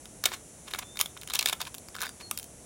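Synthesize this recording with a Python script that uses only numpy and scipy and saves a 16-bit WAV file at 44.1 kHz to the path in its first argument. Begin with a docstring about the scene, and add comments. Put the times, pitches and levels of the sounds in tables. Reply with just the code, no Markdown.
"""A puppy chews a dry leaf on a stone porch, heard close up, over low rumble and a high hiss with a fine whine.
First the leaf snaps in clusters (noise bursts through brief resonances), with swells of rustle (rough grains)
and hollow rib knocks (decaying sines). Small crinkles join while the jaw works, then distant bird whistles
(gliding sines). Soft mouth ticks and teeth catching on the leaf (shorter bursts) come in towards the end.
The close sounds get a short echo from floor and wall; the bird has its own; a low-pass shuts off the top.
"""
import sys
import numpy as np
from scipy import signal
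from scipy.fft import rfft, irfft, next_fast_len
from scipy.io import wavfile
from scipy.ndimage import uniform_filter1d

SR = 44100
rng = np.random.default_rng(int(sys.argv[2]) if len(sys.argv) > 2 else 0)


def store_pcm(level_fs):
    """Save levels as 16-bit WAV."""
    pcm = np.round(np.clip(level_fs, -1, 1) * 32767).astype(np.int16)
    wavfile.write(sys.argv[1], SR, np.atleast_2d(pcm).T)


N = 116865  # length in samples

LOW_HZ, MID_HZ, HIGH_HZ = 437, 2360, 5400  # lower edges of the three crack bands
LEVEL_WINDOW_S = 0.003  # crack and knock levels are the rms of their energy spread over this time


def undb(db):
    """Decibels to gain."""
    return 10 ** (np.asarray(db) / 20)


def unit(x):
    """Scale to unit energy."""
    return x / np.sqrt(np.sum(x ** 2) + 1e-18)


def level(x, db):
    """Scale to an rms level."""
    return unit(x) * np.sqrt(len(x)) * undb(db)


def add(out, start, x):
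    """Mix a sound in at a time in seconds."""
    i = max(int(start * SR), 0)
    out[i:i + len(x)] += x[:max(len(out) - i, 0)]


def ring_down(t, t60):
    """Exponential decay that falls by 60 dB in t60 seconds."""
    return np.exp(-np.log(1000) * t / t60)


def colour(x, points):
    """Causal (minimum-phase) EQ through (f/Hz, level/dB) points, built by folding the cepstrum."""
    hz, db = np.array(points).T
    size = next_fast_len(len(x) + 4096)
    log_hz = np.log(np.fft.rfftfreq(size, 1 / SR) + 1)
    log_gain = np.interp(log_hz, np.log(hz), np.log(undb(db)))
    cepstrum = irfft(log_gain, size)
    cepstrum[1:size // 2] *= 2
    cepstrum[size // 2 + 1:] = 0
    return irfft(rfft(x, size) * np.exp(rfft(cepstrum)), size)[:len(x)]


WHINE_WAVER_DB, WHINE_WAVER_S = 2.5, 0.45  # spread of the drift, time between its knots


def waver(t):
    """Slow random drift of a level."""
    knots = np.arange(0, t[-1] + WHINE_WAVER_S, WHINE_WAVER_S)
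    return undb(WHINE_WAVER_DB * np.interp(t, knots, rng.standard_normal(len(knots))))


# spectral shape of the outdoor rumble and hiss (f/Hz, relative level/dB)
AIR = [(20, -23), (50, -2.5), (130, -4.5), (220, -5), (400, -9), (650, -10.5), (1100, -21), (2200, -23),
       (4600, -27), (6200, -25), (11000, -18), (12500, -37.5), (15500, -36)]
AIR_DB = -51.5
# strongest lines of the whine, each drifting around its level (f/Hz, level/dB)
WHINE_LINES = [(6156, -67.5), (7098, -67), (7678, -66.5), (9625, -66)]
WHINE_SPACING_HZ, WHINE_LOW_HZ, WHINE_TOP_HZ = 71.7, 5440, 11100
WHINE_DB, WHINE_SCATTER_DB = -56.5, 2  # level of the whole comb, scale of its uneven lines


def background():
    """Steady rumble and hiss from shaped noise; the hiss holds a fine whine of closely spaced lines."""
    t = np.arange(N) / SR
    air = level(colour(rng.standard_normal(N), AIR), AIR_DB)
    hz = WHINE_SPACING_HZ * np.arange(1, 200)
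    size = undb(WHINE_SCATTER_DB * rng.uniform(-0.52, 0.76, len(hz)))
    size = size * (hz > WHINE_LOW_HZ) * (hz < WHINE_TOP_HZ)
    lines = np.zeros(N // 2 + 1, complex)
    lines[np.round(hz * N / SR).astype(int)] = size * np.exp(2j * np.pi * rng.random(len(hz)))
    strong = np.zeros(N)
    for f, db in WHINE_LINES:
        amplitude = np.sqrt(2) * undb(db) * waver(t)
        strong += amplitude * np.sin(2 * np.pi * (f * t + rng.random()))
    return air + level(irfft(lines, N), WHINE_DB) + strong


# colour of a crack before its bands are levelled (f/Hz, relative level/dB)
CRACK_COLOUR = [(200, -2), (560, 2.5), (760, -3), (980, 1), (1500, 6), (3400, 3), (5200, -3.5), (7000, -2),
                (8200, -5), (9800, 1.5), (12500, -5), (15500, -4.5)]


def body(modes, ring_db, stretch):
    """Response of a thin object: the crack itself and its brief resonances, all shifted in pitch by stretch."""
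    t = np.arange(1024) / SR
    ring = np.zeros(len(t))
    for hz, t60, db in modes:
        ring += undb(db) * np.cos(2 * np.pi * hz * stretch * t) * ring_down(t, t60)
    click = t == 0
    return colour(click + undb(ring_db) * unit(ring), CRACK_COLOUR)


CRACK_RISE_S, CRACK_PEAK_S = 0.00051, 0.00072  # rise time constant; onset to strongest fracture
LEAD_S = 0.003  # room for the rise ahead of the onset
FIBRE_SCATTER_DB, PITCH_SPREAD = 4.5, 0.08  # spread of fibre strength; of log resonance pitch


def cracks(rows, decay_s, modes, ring_db):
    """A quick avalanche of breaking fibres; resonances shift at random in pitch from crack to crack."""
    out = np.zeros(N)
    t = np.arange(1024) / SR - LEAD_S - CRACK_PEAK_S
    bands = [signal.butter(2, [LOW_HZ, MID_HZ], "band", fs=SR, output="sos"),
             signal.butter(3, [MID_HZ, HIGH_HZ], "band", fs=SR, output="sos"),
             signal.butter(4, HIGH_HZ, "high", fs=SR, output="sos")]
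    envelope = np.exp(-np.maximum(-t / CRACK_RISE_S, t / decay_s))
    for start, *band_db in rows:
        push, size = rng.standard_normal((2, len(t)))
        response = body(modes, ring_db, np.exp(PITCH_SPREAD * rng.standard_normal()))
        fibres = push * undb(FIBRE_SCATTER_DB * size) * envelope
        burst = signal.fftconvolve(fibres, response)[:len(t)]
        parts = [undb(db) * unit(signal.sosfilt(band, burst)) for band, db in zip(bands, band_db)]
        add(out, start - LEAD_S, np.sqrt(LEVEL_WINDOW_S * SR) * sum(parts))
    return out


# brittle leaf snaps (t/s, low band level/dB, middle band level/dB, high band level/dB)
SNAPS = [(0.0554, -49.5, -44, -47), (0.2381, -31, -31.5, -33), (0.239, -32.5, -27.5, -27.5),
         (0.2554, -47, -18, -21.5), (0.2574, -34, -21, -24), (0.2594, -29, -26, -22),
         (0.2878, -39.5, -39, -57), (0.3176, -32.5, -37.5, -56), (0.7363, -30.5, -27.5, -36.5),
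         (0.7471, -30, -56, -39), (0.7588, -42, -41, -45), (0.7878, -54, -47, -30.5),
         (0.8282, -41, -58, -64), (0.957, -47, -49, -48), (0.971, -36.5, -34, -39), (0.9908, -43, -30, -29),
         (0.9998, -30.5, -33, -28), (1.0046, -34, -26.5, -30.5), (1.0113, -29, -21, -17),
         (1.0585, -40.5, -30, -36), (1.1666, -42, -65, -70), (1.2135, -63, -45, -41.5),
         (1.2744, -43.5, -37, -37.5), (1.2994, -38.5, -33.5, -37), (1.3051, -37, -36, -44),
         (1.3359, -41, -29.5, -26), (1.3376, -37.5, -31.5, -31), (1.3506, -38, -37, -26.5),
         (1.354, -38, -25, -26.5), (1.356, -41, -26.5, -42), (1.3652, -53, -33, -37),
         (1.3904, -36.5, -23, -21.5), (1.3934, -34.5, -21, -37), (1.4097, -44, -29.5, -31),
         (1.4168, -35.5, -42, -43), (1.4263, -36, -28.5, -29.5), (1.4438, -46, -49, -56),
         (1.4583, -26, -18.5, -20), (1.46, -27.5, -35, -40), (1.4722, -56, -28, -36),
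         (1.4861, -42, -25.5, -24), (1.4963, -34, -26, -29), (1.5273, -25.5, -32, -29.5),
         (1.5309, -45, -28, -31), (1.6147, -36, -28, -30)]
# leaf resonances before the random pitch shift (f/Hz, t60/s, relative level/dB)
LEAF = [(980, 0.008, -20), (1400, 0.031, -10), (2280, 0.0089, -9), (3330, 0.0051, -8.5), (3660, 0.011, 2.5),
        (7330, 0.0041, 2)]
SNAP_DECAY_S = 0.0013  # time constant


def snaps():
    """The brittle leaf breaks: crack bursts ringing through the leaf's own resonances."""
    return cracks(SNAPS, SNAP_DECAY_S, LEAF, ring_db=-6.0)


# swells as the leaf bends or scrapes on the stone
# (peak t/s, rise time constant/s, decay time constant/s, level at the peak before treble gain/dB, treble gain/dB)
RUSTLES = [(0.263, 0.0055, 0.0076, -28, 1.5), (0.334, 0.01, 0.013, -33.5, 7),
           (.685, 0.008, 0.0058, -40.5, 4), (0.711, 0.003, 0.0051, -46, 14),
           (0.749, 0.0042, 0.0062, -35.5, 1), (0.794, 0.0041, 0.0019, -32, 10),
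           (0.829, 0.0095, .005, -39.5, -22), (1.015, 0.01, 0.014, -39, 11),
           (1.347, 0.0057, 0.024, -36.5, 9), (1.484, 0.018, 0.01, -36.5, 12),
           (1.534, 0.013, 0.0062, -42, 7), (1.603, 0.0016, 0.015, -37.5, 7),
           (1.673, 0.0065, 0.0059, -37.5, 5.5), (2.042, 0.019, 0.014, -37.5, 1),
           (2.21, 0.0059, 0.0083, -43, 6), (2.335, 0.0091, 0.032, -63, 24)]
# colour of the rustle (f/Hz, relative level/dB)
RUSTLE_COLOUR = [(100, -15), (760, -3), (980, 2), (1600, 2), (2500, 0.5), (3400, -0.5), (5200, -8.5),
                 (7000, -12), (10000, -14), (15500, -22.5)]
RUSTLE_SCATTER_DB = 5.5  # spread of grain strength


def rustle():
    """Dense tiny fractures swell and die away as the leaf is bent and dragged."""
    t = np.arange(N) / SR
    size = np.repeat(rng.standard_normal(N // 24 + 1), 24)[:N]  # each strength held for 24 samples
    rough = rng.standard_normal(N) * undb(RUSTLE_SCATTER_DB * size)
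    grains = level(colour(rough, RUSTLE_COLOUR), 0)
    dull = signal.sosfiltfilt(signal.butter(2, HIGH_HZ, fs=SR, output="sos"), grains)
    out = np.zeros(N)
    for peak, rise, decay, db, treble_db in RUSTLES:
        envelope = np.exp(-np.maximum((peak - t) / rise, (t - peak) / decay))
        out += undb(db) * envelope * (dull + undb(treble_db) * (grains - dull))
    return out


# a stiff rib of the leaf gives way with a hollow knock (t/s, f/Hz, level/dB)
KNOCKS = [(0.2574, 594, -32), (1.528, 980, -41.5), (2.3128, 1243, -32)]
KNOCK_T60_S = 0.021


def knocks():
    """A rib that gives way rings briefly at one pitch."""
    out, t = np.zeros(N), np.arange(N) / SR
    for start, hz, db in KNOCKS:
        ring = np.sin(2 * np.pi * hz * t) * ring_down(t, KNOCK_T60_S)
        add(out, start, np.sqrt(LEVEL_WINDOW_S * SR) * undb(db) * unit(ring))
    return out


# spells in which the jaw works (start t/s, end t/s)
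CHEWS = [(.68, .83), (1.16, 1.55), (1.6, 1.69), (1.94, 2.08)]
# resonances of the mouth closed on the leaf before the random pitch shift, also used by ticks and bites
# (f/Hz, t60/s, relative level/dB)
MOUTH = [(1420, 0.011, -3), (3430, 0.01, -7)]
CRINKLES_PER_S, CRINKLE_DB, CRINKLE_SPREAD_DB = 55, -44, 2.5
CRINKLE_EDGE_DB = -9.5  # low and high bands against the middle


def crinkles():
    """Small stray cracks at random moments while the jaw works, each with its own colour."""
    slots = np.arange(0, N / SR, LEVEL_WINDOW_S)
    chance, scatter = rng.random((len(slots), 2)), rng.standard_normal((len(slots), 4))
    chewing = sum((slots > start) & (slots < end) for start, end in CHEWS)
    happens = chance[:, 0] < chewing * CRINKLES_PER_S * LEVEL_WINDOW_S
    # one draw shared by all bands plus one per band
    spread_db = CRINKLE_SPREAD_DB * (scatter[:, :1] + scatter[:, 1:]) / np.sqrt(2)
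    band_db = CRINKLE_DB + CRINKLE_EDGE_DB * np.array([1, 0, 1]) + spread_db
    times = slots + chance[:, 1] * LEVEL_WINDOW_S
    rows = np.column_stack([times, band_db])[happens]
    return cracks(rows, SNAP_DECAY_S, MOUTH, ring_db=-15)


# bird whistles (start t/s, length/s, first f/Hz, f it settles towards/Hz, level at the crest/dB, flutter/Hz)
WHISTLES = [(0.811, .38, 3464, 3685, -55, 14), (2.044, 0.096, 4820, 4750, -52.5, 100),
            (2.212, 0.107, 4440, 4220, -47.5, 35), (2.3, .21, 3380, 3110, -61, 42)]
GLIDE_RATE, SWELL_SKEW = 2.5, 0.6  # glide decay per whistle length; below 1 the swell crests early
FLUTTER_S = 0.004  # smoothing of the pitch flutter
BIRD_ECHO_DB, BIRD_T60_S = -10, 0.22


def bird():
    """Distant whistles swell early and fade slowly; each glides, flutters a little and levels off."""
    out, t = np.zeros(N), np.arange(SR) / SR
    for start, length, first_hz, last_hz, db, flutter_hz in WHISTLES:
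        u = np.linspace(0, 1, int(length * SR))
        smooth = uniform_filter1d(rng.standard_normal(SR), int(FLUTTER_S * SR))
        flutter = level(smooth, 0)[:len(u)]
        hz = last_hz + (first_hz - last_hz) * np.exp(-GLIDE_RATE * u) + flutter_hz * flutter
        swell = np.sin(np.pi * u ** SWELL_SKEW) ** 2
        add(out, start, np.sqrt(2) * undb(db) * swell * np.sin(2 * np.pi * np.cumsum(hz) / SR))
    tail = unit(rng.standard_normal(SR) * ring_down(t, BIRD_T60_S))
    return out + undb(BIRD_ECHO_DB) * signal.fftconvolve(out, tail)[:N]


def with_middle(rows, middle_db):
    """Give each (t/s, low/dB, high/dB) row a middle band offset from the mean of the other two."""
    return [(start, low, (low + high) / 2 + middle_db, high) for start, low, high in rows]


# sharp mouth ticks, plus one leaf pop at 2.3118 s beside the rib knock (t/s, low band level/dB, high band
# level/dB)
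TICKS = [(1.233, -45.5, -41.5), (1.7431, -46, -39), (1.7484, -49, -37), (1.7821, -56.5, -38.5),
         (1.8855, -46.5, -46.5), (2.3118, -37, -24), (2.3754, -47, -28.5), (2.3773, -55, -42),
         (2.3877, -60, -32), (2.3971, -51, -38), (2.429, -58, -40), (2.4421, -67, -41.5)]
TICK_DECAY_S = 0.00034  # time constant


def ticks():
    """The mouth ticks and one leaf pop: very short bursts with little resonance."""
    return cracks(with_middle(TICKS, middle_db=1.5), TICK_DECAY_S, MOUTH, ring_db=-37)


# teeth catching on the leaf (t/s, low band level/dB, high band level/dB)
BITES = [(1.9492, -40.5, -55), (1.9526, -37, -43), (1.9645, -36.5, -44.5), (1.9851, -37, -56),
         (2.0057, -42, -35.5), (2.0099, -34.5, -46), (2.0169, -33.5, -29), (2.0231, -35, -32),
         (2.0283, -33, -51), (2.0325, -32, -34), (2.0373, -35, -41), (2.0534, -36.5, -45),
         (2.0588, -40, -40), (2.0665, -34, -44), (2.0917, -41.5, -39)]
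BITE_DECAY_S = 0.00033  # time constant


def bites():
    """Teeth catch on the leaf: very short bursts coloured by the closed mouth."""
    return cracks(with_middle(BITES, middle_db=-1.5), BITE_DECAY_S, MOUTH, ring_db=-9)


ECHO_S, ECHO_DB = 0.003, -9  # early scatter
PORCH_T60_S, PORCH_DB = 0.2, -14.5  # tail, level before its colour


def porch(x):
    """Early scatter from the floor and a short tail from the wall, heavier in the lows."""
    t = np.arange(SR // 4) / SR
    early = unit(rng.standard_normal(len(t)) * t * np.exp(-t / (ECHO_S / 2)))
    late = rng.standard_normal(len(t)) * (1 - np.exp(-t / ECHO_S)) * ring_down(t, PORCH_T60_S)
    late = colour(unit(late), [(300, 7), (4000, -1), (8000, -3), (15000, 3)])
    return x + signal.fftconvolve(x, undb(ECHO_DB) * early + undb(PORCH_DB) * late)[:N]


def scene():
    """The chewing puppy on the porch, with the bird and the background behind it."""
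    outdoors = background() + bird()
    breaking = snaps() + bites() + ticks()
    chewing = breaking + knocks() + rustle() + crinkles()
    return (porch(chewing) + outdoors)[None]


TOP_HZ = 15900


def record(dry):
    """A steep elliptic low-pass cuts the top."""
    return signal.sosfilt(signal.ellip(8, 0.2, 70, TOP_HZ, fs=SR, output="sos"), dry)


dry = scene()
out = record(dry)
store_pcm(out)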